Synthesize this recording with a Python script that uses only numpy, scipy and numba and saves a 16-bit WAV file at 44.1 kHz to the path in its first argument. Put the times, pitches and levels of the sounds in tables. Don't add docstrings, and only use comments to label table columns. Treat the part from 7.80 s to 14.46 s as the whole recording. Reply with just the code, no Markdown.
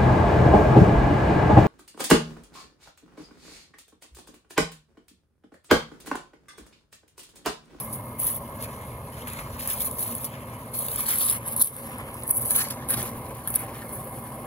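import sys
import numpy as np
from scipy import signal
from scipy.fft import rfft, irfft, next_fast_len
from scipy.io import wavfile
from scipy.ndimage import uniform_filter1d, minimum_filter1d, map_coordinates
from numba import njit

SR = 44100
rng = np.random.default_rng(int(sys.argv[2]) if len(sys.argv) > 2 else 0)


def to_wav(s):
    ch = np.atleast_2d(s).T
    pcm = np.round(np.clip(ch, -1, 1) * 32767)
    wavfile.write(sys.argv[1], SR, pcm.astype(np.int16))


N = 293706

# time in seconds, relative level in dB.
ENGINE_DB = [(0, -41.5), (1.5, -42), (2.5, -42), (3.6, -43), (4.04, -41), (4.3, -42.5), (5.14, -40.5),
             (5.5, -41.5), (6.66, -42)]
# time in seconds, level in dB.
RUMBLE_DB = [(0, -51), (.9, -48.5), (1.74, -42), (2.2, -52.5), (3.8, -50), (4.2, -49), (4.75, -51),
             (5.2, -46), (5.53, -49), (6.66, -53)]
# frequency in Hz, relative density in dB per Hz.
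GROUND_SPECTRUM = [(20, -34), (40, -11.5), (58, 0), (66, -0.5), (76, 2.5), (95, -7), (120, -41)]
# frequency in Hz, relative density in dB per Hz.
EXHAUST_SPECTRUM = [(56, -43), (95, -3), (129, 1), (172, -6), (236, -4), (400, -13.5), (520, -26.5),
                    (880, -120)]
# frequency in Hz, width in Hz, relative level in dB.
PIPE_MODES = [(117, 27, -0.5), (234, 27, 0.5)]
# frequency in Hz, relative density in dB per Hz.
DRUM_SPECTRUM = [(160, -20), (280, -11.5), (444, 1), (476, -2.5), (563, 1.5), (648, 0), (766, -7),
                 (906, -1), (1100, -2.5), (1280, -1.5), (2150, -20.5), (3610, -19.5), (7900, -41.5),
                 (10300, -76), (17400, -120)]
# frequency in Hz, width in Hz, relative level in dB.
SHELL_MODES = [(515, 49, 3.5), (585, 220, -1.5), (790, 45, 3), (990, 41, 5), (1081, 68, 4), (1662, 11, 7.5),
               (1560, 49, -26), (2130, 22, 14), (2150, 38, 11)]
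# frequency in Hz, width in Hz, relative level in dB.
MOUTH_MODES = [(346, 87, -3), (779, 28, 3)]
# time in seconds, gain in dB.
FACING_DB = [(0, -20), (3.5, -12), (4.3, -1.5), (5.5, 0.5), (6.66, 3.5)]
SURGE_DB = 0.4

# start in seconds, relative level in dB.
DUMPS = [(5.098, -36.5), (5.172, -33.5)]
# frequency in Hz, relative density in dB per Hz.
HEAP_SPECTRUM = [(60, -30), (130, -2), (380, -4), (800, -10), (1500, -30)]
DUMP_RISE_S, DUMP_T60_S = 0.008, 0.29

# time in seconds, then relative levels in dB of grit, blade and load.
FAR_DB = [(0, -40, -58, -58), (.37, -49.5, -69.5, -63), (.62, -48, -66, -59), (.9, -47.5, -57, -49.5),
          (1.24, -50.5, -66, -57.5), (1.5, -45.5, -49.5, -44.5), (1.74, -47, -56, -50),
          (2.15, -40.5, -57, -57), (2.55, -50.5, -60, -49), (2.9, -48.5, -62.5, -56.5),
          (3.62, -47.5, -61, -50), (3.95, -38, -55, -50), (4.2, -48.5, -60, -45.5), (4.45, -45, -64, -53.5),
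          (4.98, -49, -58.5, -53), (5.4, -46.5, -60, -53), (5.95, -46.5, -57.5, -49), (6.2, -42, -63, -57),
          (6.66, -47.5, -63.5, -55)]
# start and end in seconds, relative grit level in dB at start and at end,
# blade level in dB over the grit, load level in dB over the grit.
SCRAPES = [(0.0, 0.078, -31.5, -53, -22, -21), (0.132, 0.16, -33, -35, -22, -36),
           (0.394, 0.454, -28.5, -26.5, -24, -21.5), (0.468, 0.574, -24, -35.5, -21.5, -23.5),
           (0.81, 0.843, -40, -35.5, -9, -10.5), (1.47, 1.473, -42, -33, -18, -8),
           (1.5, 1.67, -46, -58, -11, 3.5), (1.792, 1.89, -37, -34.5, -12, -8.5),
           (1.888, 1.94, -29, -29, -14.5, -13), (1.962, 1.99, -37.5, -35, -13, -13.5),
           (2.003, 2.03, -28, -27.5, -16, -16), (2.048, 2.07, -23.5, -26, -18.5, -21.5),
           (2.188, 2.238, -32, -28, -18, -21), (2.248, 2.383, -34.5, -37.5, -16.5, -16),
           (2.405, 2.429, -37, -37, -19, -24), (2.451, 2.47, -28.5, -39, -16, -28),
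           (2.941, 3.064, -32.5, -30.5, -18, -21), (3.079, 3.243, -32.5, -30, -16.5, -13.5),
           (3.262, 3.277, -28, -29, -12.5, -14), (3.285, 3.315, -24, -23.5, -15.5, -15.5),
           (3.327, 3.388, -26, -25.5, -16, -15), (3.394, 3.509, -25, -25, -15, -17.5),
           (3.525, 3.567, -25, -33, -14.5, -11.5), (3.66, 3.735, -36.5, -31.5, -20, -18),
           (3.772, 3.785, -29, -25.5, -22, -25), (3.802, 3.825, -23.5, -22, -20, -24),
           (3.834, 3.883, -24, -28.5, -18.5, -23), (4.473, 4.524, -36, -28, -35, -34),
           (4.54, 4.582, -27, -28, -30, -36), (4.612, 4.632, -27, -30, -24, -30),
           (4.653, 4.7, -31.5, -28.5, -22, -34), (4.707, 4.736, -24, -24, -16.5, -19),
           (4.745, 4.795, -24, -22.5, -15.5, -15), (4.808, 4.835, -24.5, -32, -10.5, -13),
           (4.851, 4.886, -34.5, -42.5, -7.5, -10), (4.906, 4.958, -32.5, -51, -8, -8),
           (5.095, 5.142, -25.5, -27, -19.5, -13), (5.176, 5.215, -28.5, -35, -11, -10.5),
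           (5.218, 5.298, -35, -39, -12, -9.5), (5.674, 5.732, -38, -35, -40, -32),
           (5.74, 5.768, -39, -32.5, -18, -13), (5.789, 5.85, -36, -42.5, -27, -26),
           (6.128, 6.159, -37, -36, -37, -36)]
BITE_DB_PER_S, LIFT_DB_PER_S = [[1600], [1300], [1000]], [[740], [800], [500]]

# time in seconds, relative peak in dB.
STONES = [(0.1287, -30), (0.395, -27), (0.4, -21), (0.477, -17), (0.825, -26), (1.4815, -27), (1.534, -29),
          (1.875, -18), (1.901, -18), (1.9325, -24), (2.0055, -17.5), (2.019, -19), (2.062, -23),
          (2.07, -25), (2.112, -23), (2.1293, -32), (2.1926, -19.5), (2.206, -24), (2.2265, -21),
          (2.2785, -24), (2.351, -21), (2.4444, -21), (2.9438, -26), (2.954, -30), (2.988, -22),
          (2.990, -20), (3.084, -18), (3.116, -21), (3.1597, -21), (3.2, -24), (3.207, -16), (3.262, -27),
          (3.288, -15), (3.386, -16), (3.451, -22), (3.4985, -14), (3.512, -18), (3.678, -23),
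          (3.6833, -25), (3.764, -16), (3.796, -19), (3.8005, -21), (3.8155, -12), (3.8198, -11),
          (3.8223, -8.5), (3.824, -4), (3.8446, -12), (3.853, -22), (3.8585, -16), (3.872, -14),
          (3.9653, -26), (4.184, -32.5), (4.3427, -29), (4.4347, -24), (4.478, -20), (4.4925, -26),
          (4.505, -18), (4.5088, -8.5), (4.512, -17), (4.5625, -19), (4.570, -14), (4.578, -20),
          (4.597, -25), (4.612, -23), (4.621, -21), (4.658, -19), (4.7075, -12), (4.717, -16),
          (4.7614, -8.5), (4.7645, -18), (4.7795, -20), (4.8413, -24), (4.8856, -25), (4.9053, -26),
          (4.908, -22), (5.088, -20), (5.105, -14.5), (5.1414, -18), (5.2286, -22), (5.6748, -15.5),
          (5.684, -25), (5.703, -21), (5.7414, -19), (5.7517, -20), (5.7569, -18), (5.7587, -10)]
STONE_T60_S, STONE_RISE_S, SNAP_T60_S = 0.022, 0.00018, 0.005
SNAP_DB = 6
STONE_DULL_DB = -10
STONE_DARK_DB = 2
PEBBLES, PEBBLE_DB, PEBBLE_SPREAD_DB = 260, -2.5, 2.5

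# frequency in Hz, relative density in dB per Hz.
GRIT_SPECTRUM = [(7850, -79), (8050, -0.5), (9500, 2), (11000, 3), (13000, 2.5), (15000, -0.5),
                 (15700, -5.5), (16300, -58)]
# time in seconds, fine grains over coarse ones in dB.
FINENESS_DB = [(0, -1), (.5, 1), (1.3, -3), (1.8, 2.5), (2.3, 1.5), (2.8, -1.5), (3.1, 1.5), (3.8, -5.5),
               (4.6, -2), (5.2, -1), (5.8, -1), (6.66, -3.5)]

# frequency in Hz, relative density in dB per Hz.
BLADE_SPECTRUM = [(2200, -63), (2900, 0), (3500, 7), (4500, 3.5), (5500, 4.5), (7900, 5.5), (8050, -57)]
# frequency in Hz, relative density in dB per Hz.
PAN_SPECTRUM = [(250, -21), (900, -1.5), (1350, 2), (1700, 0.5), (2300, 1), (2800, -4), (3600, -11.5)]
# frequency in Hz, width in Hz, relative level in dB.
SING_MODES = [(1070, 140, 0.5), (1590, 22, 3.5), (1750, 100, 1), (3065, 115, -0.5), (4330, 290, 1.5)]
# time in seconds, lag of the right port for the blade in ms.
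TURN_MS = [(0, 0.3), (2, 0.28), (3.1, 0.27), (3.85, 0.19), (4.7, 0.1), (5.2, 0.047), (6.66, 0.018)]
GRAIN_DB = 1.8
PATCHY_DB = 2.6

# time in seconds, relative level in dB.
CHOPS = [(1.975, -33), (2.004, -29), (2.193, -35), (2.445, -34), (2.533, -40), (3.084, -25.5), (3.147, -29),
         (3.1735, -23), (3.289, -25), (3.5, -33), (3.7645, -34), (3.823, -25), (3.873, -33), (4.423, -32),
         (4.4935, -32), (4.626, -31), (4.708, -26), (4.759, -23), (4.779, -26), (4.9065, -28), (4.991, -35),
         (5.0885, -36), (5.1406, -19.5), (5.181, -28), (5.198, -33), (5.6754, -26.5), (5.742, -36),
         (5.7584, -22), (5.8012, -38), (5.953, -33), (6.019, -31)]
# nominal frequency in Hz, relative level in dB, T60 in seconds.
STEEL_MODES = [(1435, -1, 0.04), (1585, -4, 0.04), (1705, 5, 0.045), (2270, 0, 0.018), (2950, -1, 0.013),
               (3790, -1, 0.02), (4600, -5, 0.018)]
CRUNCH_T60_S, CRUNCH_RISE_S, CRUNCH_DB, RING_DB = 0.05, 0.00062, -8, -13
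TICK_T60_S, TICK_DB = 0.009, 10

# start and end in seconds, relative level in dB.
RASPS = [(3.465, 3.56, -45), (4.708, 4.8, -43), (6.017, 6.04, -45)]
RASP_HZ, RASP_WIDTH_HZ = 1680, 220

TOP_HZ = 16400


def amp(db):
    return 10 ** (np.asarray(db) / 20)


def unit(x):
    return x / np.sqrt(np.mean(x ** 2) + 1e-20)


def along(points, hz):
    point_hz, point_db = np.transpose(points)
    return np.interp(np.log(hz + 1), np.log(point_hz + 1), point_db, -120, -120)


def curves(rows):
    time_s, *columns = np.transpose(rows)
    return [np.interp(np.arange(N) / SR, time_s, column) for column in columns]


def wobble(rate_hz):
    knots = rng.standard_normal(int(N * rate_hz / SR) + 4)
    return map_coordinates(knots, [np.arange(N) * rate_hz / SR])


def filtered(x, response):
    m = next_fast_len(N + 8192)
    return irfft(rfft(x, m) * response(np.fft.rfftfreq(m, 1 / SR)), m)[..., :N]


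def colour(points):
    return lambda hz: amp(along(points, hz)) / np.sqrt(np.mean(amp(2 * along(points, hz))))


def resonant(spectrum, modes, base):
    def response(hz):
        peaks = sum(amp(2 * db) / (1 + (2 * (hz - c) / width) ** 2) for c, width, db in modes)
        return amp(along(spectrum, hz)) * np.sqrt(base + peaks)
    return response


def ports(noises, lag_ms, twist_rad, share, patchy_db):
    hz, t, (direct, a, b) = signal.stft(noises, SR, nperseg=512)
    patches = uniform_filter1d(rng.standard_normal(a.shape), size=5, axis=0)
    patches = amp(patchy_db * unit(uniform_filter1d(patches, size=7, axis=1)))
    apart = np.clip((hz[:, None] - 600) / 850, 0, 1) ** 2.82
    lag_s = np.interp(t, np.arange(N) / SR, lag_ms) / 1000
    half_rad = apart * (np.pi * hz[:, None] * lag_s + twist_rad / 2)
    stray = np.clip(share, 0, 1) * apart
    mid = np.sqrt(1 - stray) * np.cos(half_rad) * direct + np.sqrt(stray / 2) * a
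    side = np.sqrt(1 - stray) * np.sin(half_rad) * 1j * direct + np.sqrt(stray / 2) * b
    left_right = [(mid + side) * patches, (mid - side) * patches]
    return signal.istft(left_right, SR, nperseg=512)[1][:, :N]


def rumble(surge):
    ground = surge * filtered(rng.standard_normal(N), colour(GROUND_SPECTRUM))
    return amp(curves(RUMBLE_DB)[0]) * unit(ground)


def exhaust(surge):
    noise = rng.standard_normal(N)
    pipe = surge * filtered(noise, resonant(EXHAUST_SPECTRUM, PIPE_MODES, base=0.27))
    return amp(curves(ENGINE_DB)[0] + 1.0) * unit(pipe)


def drum(surge):
    firing_hz = 21.0 + 1.2 * wobble(2.3)
    firing = 1 + 0.051 * np.sin(2 * np.pi * np.cumsum(firing_hz) / SR)
    tumble = surge * firing * amp(1.2 * wobble(200))
    load = tumble * rng.standard_normal((2, 3, N))
    shell = filtered(load[0], resonant(DRUM_SPECTRUM, SHELL_MODES, base=0.35))
    mouth = filtered(load[1], resonant([(20, 0), (20000, 0)], MOUTH_MODES, base=0))
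    both = unit(shell + amp(curves(FACING_DB)[0]) * mouth)
    lag_ms = np.full(N, .42)
    return ports(amp(curves(ENGINE_DB)[0]) * both, lag_ms, twist_rad=-0.19, share=0.14, patchy_db=1.34)


def engine():
    surge = amp(SURGE_DB * wobble(9))
    return exhaust(surge) + rumble(surge) + drum(surge)


def dumps():
    swell = np.zeros(N)
    for start_s, db in DUMPS:
        since_s = np.arange(N) / SR - start_s
        rise = 1 - np.exp(-np.maximum(since_s, 0) / DUMP_RISE_S)
        swell += amp(db - 60 * np.abs(since_s) / DUMP_T60_S) * rise
    return swell * unit(filtered(rng.standard_normal(N), colour(HEAP_SPECTRUM)))


def strokes():
    t, power = np.arange(N) / SR, amp(2 * np.array(curves(FAR_DB)))
    for start, end, first_db, last_db, blade_db, load_db in SCRAPES:
        near = slice(max(round((start - .1) * SR), 0), round((end + .3) * SR))
        share = np.clip((t[near] - start) / (end - start), 0, 1)
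        drag_db = first_db + (last_db - first_db) * share + [[0], [blade_db], [load_db]]
        drag_db -= BITE_DB_PER_S * np.maximum(start - t[near], 0)
        drag_db -= LIFT_DB_PER_S * np.maximum(t[near] - end, 0)
        power[:, near] += amp(2 * drag_db)
    return 10 * np.log10(power)


def cracks(times_s, peak_db):
    t = np.arange(SR // 20) / SR
    blows = np.bincount((times_s * SR).astype(int), amp(peak_db), N)
    decay = amp(-60 * t / SNAP_T60_S) + amp(-SNAP_DB - 60 * t / STONE_T60_S)
    shape = decay * (1 - np.exp(-t / STONE_RISE_S))
    return signal.fftconvolve(blows, shape / shape.max())[:N]


def struck_stones(grit_db):
    when, size = rng.random((PEBBLES, 2)).T
    pebble_db = grit_db[(when * N).astype(int)] + PEBBLE_DB - PEBBLE_SPREAD_DB * np.log(1 - size)
    return cracks(*np.transpose(STONES)) + cracks(when * N / SR, pebble_db)


def chops():
    out, t = np.zeros(N + SR), np.arange(SR // 10) / SR
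    for start_s, db in CHOPS:
        ring = np.zeros(len(t))
        for hz, mode_db, t60_s in STEEL_MODES:
            chance = rng.standard_normal()
            tone = np.sin(2 * np.pi * hz * (1 + 0.031 * chance) * t)
            ring += amp(mode_db + 2 * chance - 60 * t / t60_s) * tone
        decay = amp(-60 * t / CRUNCH_T60_S) + amp(TICK_DB - 60 * t / TICK_T60_S)
        crunch = decay * (1 - np.exp(-t / CRUNCH_RISE_S)) * np.sign(rng.standard_normal(len(t)))
        rung = signal.fftconvolve(crunch, ring)[:len(t)] / np.linalg.norm(crunch)
        out[round(start_s * SR):][:len(t)] += amp(db + RING_DB) * rung + amp(db + CRUNCH_DB) * crunch
    return out[:N]


def rasps():
    t, drag = np.arange(N) / SR, np.zeros(N)
    for start, end, db in RASPS:
        fade_db = LIFT_DB_PER_S[2][0] * np.maximum(t - end, 0)
        drag += amp(db - fade_db) * (t > start)
    sing = lambda hz: 1 / (1 + (2 * (hz - RASP_HZ) / RASP_WIDTH_HZ) ** 2)
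    return drag * unit(filtered(rng.standard_normal(N), sing))


def edge_band(hz):
    return (hz / 1200) ** 2 / (1 + (hz / 1200) ** 2) / (1 + (hz / 6000) ** 4)


def blade(dull, load):
    steel = filtered(dull * rng.standard_normal((3, N)), colour(BLADE_SPECTRUM))
    steel += filtered(load * rng.standard_normal((3, N)), colour(PAN_SPECTRUM))
    steel = filtered(steel, resonant([(20, 0), (20000, 0)], SING_MODES, base=0.67))
    steel[0] += filtered(chops() + rasps(), edge_band)
    return ports(steel, curves(TURN_MS)[0], twist_rad=0.69, share=0.29, patchy_db=PATCHY_DB)


def grit(sand, stones):
    bright = sand * rng.standard_normal((2, N))
    stone_gain = amp([[STONE_DARK_DB / 2], [-STONE_DARK_DB / 2]])
    bright = bright + stones * np.sign(rng.standard_normal((2, N))) * stone_gain
    bright = bright * amp(np.outer([-.5, .5], curves(FINENESS_DB)[0]))
    fine = lambda hz: np.pi / 2 * np.clip((hz - 10500) / 3000, 0, 1)
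    grains = filtered(bright, lambda hz: [np.cos(fine(hz)), np.sin(fine(hz))]).sum(0)
    turn = lambda hz: np.exp(1j * np.pi * np.outer([-1, 1], np.minimum(hz, 15900) - 11000) / 4900)
    return filtered(grains, lambda hz: colour(GRIT_SPECTRUM)(hz) * turn(hz))


def shovels():
    grit_db, blade_db, load_db = strokes()
    stones = struck_stones(grit_db)
    near = np.clip((grit_db + 71.0) / 26, .3, 1)
    clumps = 0.98 * wobble(45) + 0.2 * wobble(180)
    sand_db = clumps + 1.77 * np.array([wobble(120), wobble(120)]) + 1.7 * wobble(700)
    coarse = amp(near * (1.83 * clumps + GRAIN_DB * wobble(300)))
    dull = amp(blade_db) * coarse + stones * amp(blade_db - grit_db + STONE_DULL_DB)
    return grit(amp(grit_db + near * sand_db), stones) + blade(dull, amp(load_db) * coarse)


def scene():
    return engine() + dumps() + shovels()


@njit
def release(need_db, db_per_sample):
    cut_db = need_db.copy()
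    for i in range(1, len(cut_db)):
        cut_db[i] = max(cut_db[i], cut_db[i - 1] - db_per_sample)
    return cut_db


def record(dry):
    power = np.abs(uniform_filter1d(np.mean(dry ** 2, 0), SR // 100))
    level_db = 10 * np.log10(power + 1e-12)
    cut_db = release(np.maximum(level_db + 17.5, 0), 35 / SR)
    late_cut_db = uniform_filter1d(np.roll(cut_db, SR // 150), SR // 200)
    ducked = dry * amp(-late_cut_db)
    need = np.minimum(1, .8 / (np.abs(ducked).max(0) + 1e-9))
    limiter = uniform_filter1d(minimum_filter1d(need, size=129), size=64)
    return filtered(ducked * limiter, lambda hz: hz < TOP_HZ)


dry = scene()
out = record(dry)
to_wav(out)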